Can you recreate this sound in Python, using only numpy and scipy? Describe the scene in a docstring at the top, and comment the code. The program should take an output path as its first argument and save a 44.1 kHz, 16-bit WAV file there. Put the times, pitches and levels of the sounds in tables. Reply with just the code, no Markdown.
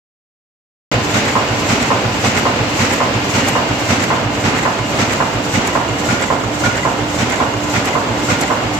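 """A factory hall, close to the sheet feeder of a printing press; the sound cuts in after a silent second.
Each turn of the cam shaft brings the hard clack of a lever, light knocks and ticks, thumps of the frame,
a puff of the suckers, and the rustle and flick of a sheet. Gears rattle in step with the shaft over a
pulsing hum, thin whines, blown air and the rumble of pumps. The microphone drifts from the feeder head
towards the press, so the air and paper recede while the knocks and hum come forward."""
import sys
import numpy as np
from scipy import signal
from scipy.fft import rfft, irfft
from scipy.io import wavfile
from scipy.ndimage import uniform_filter1d

SR = 44100
rng = np.random.default_rng(int(sys.argv[2]) if len(sys.argv) > 2 else 0)


def log_audio(samples):
    """Write samples as a 16-bit WAV file to the path given in sys.argv[1]."""
    # one column per channel
    frames = np.atleast_2d(samples).T
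    # limit to full scale, then quantise
    limited = np.clip(frames, -1, 1)
    pcm = np.round(limited * 32767).astype(np.int16)
    wavfile.write(sys.argv[1], SR, pcm)


N = 387638
T = np.arange(N) / SR
BINS = np.maximum(np.fft.rfftfreq(N, 1 / SR), 1)
FIRST_CLACK_S, TURN_S = .8043, .5498  # one clack per turn of the cam shaft
CLACKS_S = np.arange(FIRST_CLACK_S, N / SR, TURN_S)

# Tone curves of the noise layers: freq_hz, density_db
GEAR_EQ = [(25, -87), (42, -78), (57, -52), (74, -59), (105, -47.5), (165, -52.5), (240, -47.5), (350, -56),
           (560, -53.5), (1000, -57.5), (1500, -60.5), (3000, -81.5)]  # rattling gears and chains
PUMP_EQ = [(20, -81), (38, -79), (55, -58), (75, -56.5), (115, -52), (170, -53), (280, -49.5), (420, -53),
           (800, -52.5), (1500, -60), (2400, -61.5), (3300, -64), (6000, -76.5), (15000, -99)]  # rumbling pumps
LEAK_EQ = [(900, -74), (1800, -62), (2800, -61), (3400, -69), (4500, -68), (6500, -74.5), (14000, -95)]  # air escaping at the head
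BLOWER_EQ = [(2000, -96), (3500, -73.5), (5300, -71), (7300, -66), (10000, -70), (14500, -74)]  # bright hiss of the nozzles
CLATTER_EQ = [(150, -50), (300, -55.5), (480, -41), (760, -42.5), (1030, -40.5), (1400, -43.5),
              (2100, -52.5), (3200, -69), (8000, -90)]  # clatter of the bouncing lever
PUFF_EQ = [(150, -55.5), (500, -50), (1000, -50.5), (1420, -52.5), (1700, -55.5), (2150, -50), (3200, -58),
           (5000, -61.5), (5800, -58.5), (7500, -61), (10000, -65.5), (14500, -74)]  # suckers letting go
CRACKLE_EQ = [(900, -68), (2100, -50.5), (3000, -66), (5500, -66), (7500, -65.5), (10000, -65),
              (14500, -84)]  # crisp crackle of the sheet
SLIDE_EQ = [(250, -58), (500, -50), (1200, -54.5), (2100, -57.5), (3000, -63), (6000, -75)]  # its dull slide over the pile
FLICK_EQ = [(1500, -79), (4000, -67), (7300, -55), (10000, -52.5), (14500, -58.5)]  # crack of its tail
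# Thin whines of pumps and belts: pitch_hz, width_hz, level_db
WHINE_BANDS = [(148.8, 2.2, -44), (591, 2.9, -44), (873.5, 11, -40), (1011, 19, -36.5), (1400, 36, -40),
               (2110, 15, -38)]
# Blower valves opening, timed from the clack like every delay below: delay_s, hold_s, level_db
VALVE_BLASTS = [(.028, 0.024, -2.5), (.24, .012, 1.5), (.297, 0.074, 3), (.452, .008, -2.5),
                (.515, 0.042, -2)]
# Ring of the lever and side plate: pitch_hz, level_db, t60_s
PLATE_MODES = [(498, 1, 0.18), (566, 0.5, 0.43), (594, 0.5, 0.29), (657, -3.5, 0.95), (711, -3.5, 0.55),
               (898, 0, 0.55), (929, -1, 0.62), (910, -18, .14), (1027.4, 3.5, 0.33), (1090, -2, 0.32),
               (1140, 3, 0.19), (1130, -9, 0.15), (1283, -4, 0.38), (1324, -7, 0.16), (1474, -9, 0.11),
               (1490, -4, 0.13), (1880, -9, .08), (2118, 2, 0.077)]
# The lever's strike and its rebounds: delay_s, level_db
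LEVER_HITS = [(0, -1.5), (.0065, 1), (0.013, 0), (0.0213, -2.5), (.029, -9), (.036, -7.5), (.062, -5),
              (0.071, -10), (.085, -10), (.109, -20), (0.136, -5.5)]
# Lighter levers knocking: delay_s, pitch_hz, level_db, t60_s
LEVER_KNOCKS = [(.134, 2180, -37, .12), (.335, 1419, -19.5, 0.52), (.35, 2080, -44, .15),
                (.356, 1470, -26, 0.079), (.362, 2390, -26, 0.092), (.451, 1910, -28, .1),
                (.471, 2020, -40, .06), (.474, 1475, -24, 0.073), (.53, 2020, -21, 0.07)]
# Small catches and stops ticking: delay_s, pitch_hz, level_db
CATCH_TICKS = [(0.135, 7080, -24.5), (.235, 6800, -34), (.472, 7500, -17), (.481, 7350, -34),
               (.507, 7050, -22), (.528, 7550, -22)]
# Cam strokes shaking the frame: delay_s, pitch_hz, level_db, half_length_s
FRAME_THUMPS = [(0.035, 110, -24, 0.022), (0.028, 254, -19.5, 0.015), (.163, 115.6, -17, 0.022),
                (.165, 58.5, -28.5, 0.023), (.222, 107, -22.5, 0.017), (0.249, 58, -33, 0.026),
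                (0.291, 101, -20, 0.013), (0.35, 110.6, -15.5, 0.02), (0.373, 107, -14, 0.018),
                (.356, 184, -19.5, 0.016), (.378, 233, -12, 0.0071), (0.431, 258, -16.5, 0.0055),
                (0.477, 109, -22, 0.019), (0.466, 246, -21, 0.015), (.505, 119, -30.5, 0.0083),
                (0.526, 60, -36, 0.022)]
# The sheet being lifted and snatched forward: delay_s, hold_s, level_db
SHEET_PULLS = [(.352, 0.011, -1), (.39, 0.037, -9), (.447, .012, -3.5), (.473, .016, -0.5)]
# Each sheet's tail flicking free: time_s, level_db, flutter_s
TAIL_FLICKS = [(1.2553, -13, .008), (1.8219, -10, .008), (2.39, -1.5, .018), (2.938, -1.5, .017),
               (3.4865, 1.5, 0.019), (4.041, -3, .014), (4.588, -4, .008), (5.133, -5, 0.01),
               (5.673, -1, .006), (6.214, -6, .004), (6.7586, -12, .006), (7.301, -3, 0.0028),
               (7.8575, -2, .01), (8.414, 2, 0.012)]
# The microphone's path past the feeder head: time_s, nearness_db
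HEAD_NEARNESS = [(.9, 3.5), (2.2, 4), (3.5, 3.5), (4.2, 1.5), (5.3, 0), (6.2, -5), (7.4, -4.5), (8.8, -2)]
# How each layer rides that path, negative if it grows away from the head: layer, gain_db_per_db
RIDE = dict(gears=0.29, thumps=0.25, puff=.45, blower=-0.05, sheen=0.27, blow=-0.41, ring=-0.06, knocks=-0.87, hum=-0.43, balance=0.12)
# How alike the two channels are, from 0 to 1: freq_hz, likeness
STEREO_LIKENESS = [(60, 0.96), (180, 0.96), (300, 0.86), (550, 0.82), (1000, 0.25), (2000, 0), (14000, 0)]
# Where the machine sits between the speakers: freq_hz, left_minus_right_db
STEREO_LEAN = [(60, -3.5), (300, -2.2), (1000, -2.8), (1400, -4), (2100, -2), (2900, 2.1), (5500, 2.8),
               (7300, -2.5), (10000, 1), (14000, 1.5)]
# The microphone ports lose the deepest bass and swallow a band of treble: freq_hz, gain_db
PORT_EQ = [(20, -23), (48, 0), (7400, 0), (8100, -4.5), (8900, -16), (9600, -21), (10700, -10),
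           (12200, -13), (14000, -7.5)]


def undb(db):
    """Decibels to gain."""
    return 10 ** (np.asarray(db) / 20)


def at_bins(points):
    """A curve over frequency, read on a log axis at every FFT bin."""
    hz, value = np.transpose(points)
    return np.interp(np.log(BINS), np.log(hz), value)


def colour(x, eq):
    """Give unit white noise a tone curve in dB per Hz."""
    return irfft(rfft(x) * undb(at_bins(eq)) * np.sqrt(SR / 2), N)


def pan(left_minus_right_db):
    """Left and right gains for a level difference."""
    return undb(np.array([[1], [-1]]) * left_minus_right_db / 2)


def drift(rate_hz):
    """Smooth random movement with a spread near 1."""
    hold = max(int(SR / rate_hz), 1)
    steps = np.repeat(rng.standard_normal(N // hold + 1), hold)
    return 1.08 * uniform_filter1d(uniform_filter1d(steps, hold), hold)[:N]


def white():
    """Two channels of fresh noise."""
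    return rng.standard_normal((2, N))


def looped_noise(count):
    """Noise that comes back on every turn, slowly crossfading through a few loops."""
    size = int(round(TURN_S * SR))
    phases = 2 * np.pi * rng.random((count, 2, size // 2 + 1))
    loops = irfft(np.exp(1j * phases), size) * np.sqrt(size)
    place = np.linspace(0, count - 1, N)
    return sum(loop[:, np.arange(N) % size] * np.cos(np.pi / 2 * np.minimum(abs(place - k), 1))
               for k, loop in enumerate(loops))


def narrow_tone(hz, width_hz):
    """An unsteady tone of rms near 1: noise in one resonance."""
    band = 1 / (1 + (2 * (BINS - hz) / width_hz) ** 2)
    return irfft(rfft(white()) * band / np.sqrt(np.mean(band ** 2)), N)


def bell(t, at_s, half_length_s):
    """A smooth rise to 1 and fall back."""
    return np.exp(-((t - at_s) / half_length_s) ** 2)


def treble_ride(x, above_hz, db, at_s, half_length_s):
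    """The treble swells or sinks for a moment."""
    top = irfft(rfft(x) / (1 + (above_hz / BINS) ** 4), N)
    return x + top * (undb(db * bell(T, at_s, half_length_s)) - 1)


def near(share, time_s=T):
    """Fader for a layer that follows the nearness to the feeder head by this share."""
    return undb(share * np.interp(time_s, *np.transpose(HEAD_NEARNESS)))


def since_clack():
    """Seconds since the clack's point in the turn."""
    return (T - FIRST_CLACK_S) % TURN_S


def cam(opens_s, hold_s, attack_s, release_s):
    """Envelope of something that the cam opens, holds and lets go on every turn."""
    lead_s = TURN_S / 4  # room for the attack
    age = (since_clack() - opens_s + lead_s) % TURN_S - lead_s
    return np.exp(np.minimum(age, 0) / attack_s - np.maximum(age - hold_s, 0) / release_s)


def strokes(rows, attack_s, release_s, rest_db):
    """Joint envelope of several cam strokes over a resting level."""
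    power = sum((undb(db) * cam(delay, hold, attack_s, release_s)) ** 2 for delay, hold, db in rows)
    return np.sqrt(undb(rest_db) ** 2 + power)


def gears_and_pumps(rattle_db=2.0, churn_db=1.5):
    """The bed: gears and chains repeat with the shaft; pumps churn on their own."""
    gears = looped_noise(count=3) * near(RIDE["gears"]) * undb(rattle_db * drift(130) - 0.73)
    pumps = white() * undb(churn_db * drift(25))
    return colour(gears, GEAR_EQ) + colour(pumps, PUMP_EQ)


def hum(hz=296.7, sag_hz=19, idle_db=-33.5, swell_db=-33, wander_db=1.0, waver_rad=0.4):
    """The drive hums: it swells in the middle of each turn and sags in pitch as the sheet is snatched."""
    pitch = hz - sag_hz * bell(since_clack(), at_s=.455, half_length_s=.037)
    swell = undb(swell_db) * cam(opens_s=0.19, hold_s=0.11, attack_s=0.025, release_s=0.068)
    level = (undb(idle_db) + swell) * near(RIDE["hum"]) * undb(wander_db * drift(5))
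    phase = 2 * np.pi * np.cumsum(pitch) / SR + waver_rad * drift(5.5)
    return np.sqrt(2) * level * np.sin(phase)


def whines():
    """Pumps and belts sing in narrow, unsteady tones."""
    return sum(narrow_tone(hz, width) * undb(db) for hz, width, db in WHINE_BANDS)


def leak(whistle_hz=2850, whistle_db=-39.0, swell_db=8.5, waver_db=2):
    """Air escapes steadily at the feeder head, with a thin wavering whistle that swells once."""
    lift_db = swell_db * bell(T, at_s=3.55, half_length_s=0.2) + waver_db * drift(6.9)
    hiss = colour(white() * near(0.98), LEAK_EQ)
    return hiss + narrow_tone(whistle_hz, width_hz=70) * undb(whistle_db + lift_db)


def blower(flutter_db=1.5):
    """Nozzles fan the pile with a hiss that surges in time with the cam."""
    valves = strokes(VALVE_BLASTS, attack_s=0.018, release_s=0.027, rest_db=-3.5) * near(RIDE["blower"])
    return colour(white() * valves * undb(flutter_db * drift(60)), BLOWER_EQ)


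def plate_ring(t, trim_db=-22, bloom_s=0.0051):
    """The struck lever and side plate take a moment to bloom, then ring out."""
    ring = np.zeros((2, len(t)))
    for k, (hz, db, t60) in enumerate(PLATE_MODES):
        phase = 2 * np.pi * hz * t
        # neighbouring modes swing in opposite senses; mid and side are a quarter cycle apart
        swing = (-1) ** k * np.array([np.sin(phase), rng.choice([-1, 1]) * np.cos(phase)])
        ring += swing * undb(db + trim_db) * np.exp(-np.log(1000) * t / t60)
    return ring * (1 - np.exp(-t / bloom_s))


def clatter(burst_s=0.0063, hall_s=0.13, hall_db=-10):
    """Each hit of the lever throws a burst of noise, and the hall adds a tail."""
    age = since_clack()
    burst_power = sum((age >= delay) * (undb(db) * np.exp(-abs(age - delay) / burst_s)) ** 2
                      for delay, db in LEVER_HITS)
    tail = undb(hall_db) * np.exp(-age / hall_s)
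    bursts = colour(looped_noise(count=4) * np.sqrt(burst_power + tail ** 2), CLATTER_EQ)
    # brightest while the microphone faces the lever
    return treble_ride(bursts, above_hz=1400, db=4.0, at_s=4.94, half_length_s=0.79)


def clack(note_hz=1040, note_db=-4.5, attack_s=0.00053, decay_s=0.0049, rebound_db=-5, clatter_db=-1):
    """A lever hits its stop and rebounds: a short hard note and a clatter each time, over the ring."""
    t = np.arange(int(.45 * SR)) / SR
    ring = plate_ring(t)
    envelope = np.exp(-t / decay_s) * (1 - np.exp(-t / attack_s))
    note = undb(note_db) * np.sin(2 * np.pi * note_hz * t) * envelope
    mid_side = np.zeros((2, N))
    for start in CLACKS_S:
        add(mid_side, start, ring * near(RIDE["ring"], start))
        add(mid_side[0], start, note * near(RIDE["blow"], start))
        for k, (delay, db) in enumerate(LEVER_HITS[1:]):
            # the rebounds sound centred and wide by turns as the lever settles
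            add(mid_side[k % 2], start + delay, note * undb(db + rebound_db))
    return mid_side + clatter() * undb(clatter_db)


def knocks(scatter_db=4.5, detune_hz=25, trim_db=-.5):
    """Lighter levers knock on every turn and ring with two close modes each."""
    t = np.arange(int(.2 * SR)) / SR
    out = np.zeros((2, N))
    for start in CLACKS_S:
        for delay, hz, db, t60 in LEVER_KNOCKS:
            modes_hz = hz + detune_hz * rng.standard_normal((2, 2, 1))
            ring = np.sin(2 * np.pi * modes_hz * t).mean(0) * np.exp(-np.log(1000) * t / t60)
            add(out, start + delay, ring * undb(db + trim_db + scatter_db * rng.standard_normal()))
    return out * near(RIDE["knocks"])


def tick(hz, detune_hz=350, ring_s=0.0081, snap_s=.002, snap_db=-16):
    """One steel catch lands: a dry snap and a short bright ring."""
    t = np.arange(int(.04 * SR)) / SR
    modes_hz = hz + detune_hz * rng.standard_normal((3, 2, 1))
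    ring = np.sin(2 * np.pi * modes_hz * t).mean(0) * np.exp(-t / ring_s)
    snap = np.diff(rng.standard_normal((2, len(t) + 1))) / 2
    return ring + snap * np.exp(-t / snap_s) * undb(snap_db)


def catches(scatter_db=2.0, jitter_s=0.0012):
    """Small catches tick on the right on every turn, some harder than others."""
    out = np.zeros((2, N))
    for start in CLACKS_S:
        for delay, hz, db in CATCH_TICKS:
            late, force = rng.standard_normal(2)
            add(out, start + delay + jitter_s * late, tick(hz) * undb(db + scatter_db * force))
    return out * pan(-5.0)


def thumps(scatter_db=0.7, trim_db=.5):
    """Each cam stroke is a smooth push that swings the frame for a few cycles."""
    t = np.arange(-SR // 10, SR // 10) / SR
    out = np.zeros(N)
    for delay, hz, db, half_length in FRAME_THUMPS:
        swing = np.cos(2 * np.pi * hz * t) * bell(t, 0, half_length)
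        for start, force in zip(CLACKS_S, rng.standard_normal(len(CLACKS_S))):
            add(out, start + delay + t[0], swing * undb(trim_db + db + scatter_db * force))
    return out * near(RIDE["thumps"])


def suckers(flutter_db=1.5):
    """The suckers let go with a puff of air and a weaker after-puff."""
    puff = undb(-2) * cam(opens_s=0.337, hold_s=0.042, attack_s=0.0036, release_s=0.062)
    after_puff = undb(-22) * cam(opens_s=0.48, hold_s=0.022, attack_s=.01, release_s=0.017)
    envelope = (puff + after_puff) * near(RIDE["puff"])
    return colour(white() * envelope * undb(flutter_db * drift(120)), PUFF_EQ)


def paper(crackle_db=4.0, flap_db=2.5):
    """The sheet slides off the pile and crackles in short bursts as it is snatched forward."""
    grains = undb(crackle_db * np.tanh(drift(700) / 2) * 2 + flap_db * drift(140))
    grains /= np.sqrt(np.mean(grains ** 2))
    pull = strokes(SHEET_PULLS, attack_s=0.0083, release_s=0.014, rest_db=-44)
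    return colour(white() * grains * pull, CRACKLE_EQ) + colour(white() * pull, SLIDE_EQ)


def flicks(crack_s=0.0023, flutter_db=-6, crackle_db=3):
    """The tail of each sheet flutters up to one sharp crack and dies away."""
    t = np.arange(-SR // 10, SR // 10) / SR
    power = np.zeros(N)
    for time_s, db, flutter_s in TAIL_FLICKS:
        crack = np.exp(-2 * abs(t) / crack_s)
        flutter = undb(flutter_db) ** 2 * np.exp(-2 * abs(t) / flutter_s)
        add(power, time_s + t[0], undb(db) ** 2 * (crack + flutter))
    return colour(white() * np.sqrt(power) * undb(crackle_db * drift(600)), FLICK_EQ) * pan(-4)


def add(out, start_s, sound):
    """Drop a sound onto a track."""
    i = int(start_s * SR)
    if 0 <= i < N:
        out[..., i:i + sound.shape[-1]] += sound[..., :N - i]


def beamed(x, above_hz=9000, trim_db=-1):
    """The top of a hiss travels in a narrow beam, so it fades as the microphone leaves the head."""
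    top = signal.sosfiltfilt(signal.butter(2, above_hz, "high", fs=SR, output="sos"), x)
    return x + top * (undb(trim_db) * near(RIDE["sheen"]) - 1)


def diffuse(mid_side):
    """Mid and side become a diffuse left and right: alike in the bass, wide in the treble."""
    mid, side = rfft(mid_side)
    alike = np.clip(at_bins(STEREO_LIKENESS), 0, 1)
    mid, side = mid * np.sqrt((1 + alike) / 2), side * np.sqrt((1 - alike) / 2)
    return irfft([mid + side, mid - side], N)


def scene():
    """The whole feeder, its heavy parts a little to the right, and more so as the microphone moves on."""
    machinery = gears_and_pumps() + clack() + knocks()
    air_and_paper = beamed(blower() + suckers() + paper()) + leak()
    field = diffuse(machinery + air_and_paper + whines()) + thumps() + hum()
    lean = undb(np.outer([1, -1], at_bins(STEREO_LEAN)) / 2)
    lean /= np.sqrt(np.mean(lean ** 2, axis=0))  # constant power
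    left_gain = near(RIDE["balance"] / 2)
    placed = irfft(rfft(field) * lean, N) * np.array([left_gain, 1 / left_gain])
    return placed + catches() + flicks()


def record(dry, start_s=.915, opening_db=4, settle_s=0.03, ceiling=.97, top_hz=14300):
    """The microphone's colour, a sudden and slightly loud start, rounded peaks and a steep top cut."""
    # a finger passes over the microphone and shades the treble
    shaded = treble_ride(dry, above_hz=3800, db=-3, at_s=4.36, half_length_s=0.27)
    opening = (T >= start_s) * undb(opening_db * np.exp(-abs(T - start_s) / settle_s))
    heard = irfft(rfft(shaded) * undb(at_bins(PORT_EQ)), N) * opening
    rounded = heard / (1 + (heard / ceiling) ** 6) ** (1 / 6)
    return signal.sosfilt(signal.ellip(12, .2, 80, top_hz, fs=SR, output="sos"), rounded)


dry = scene()
out = record(dry)
log_audio(out)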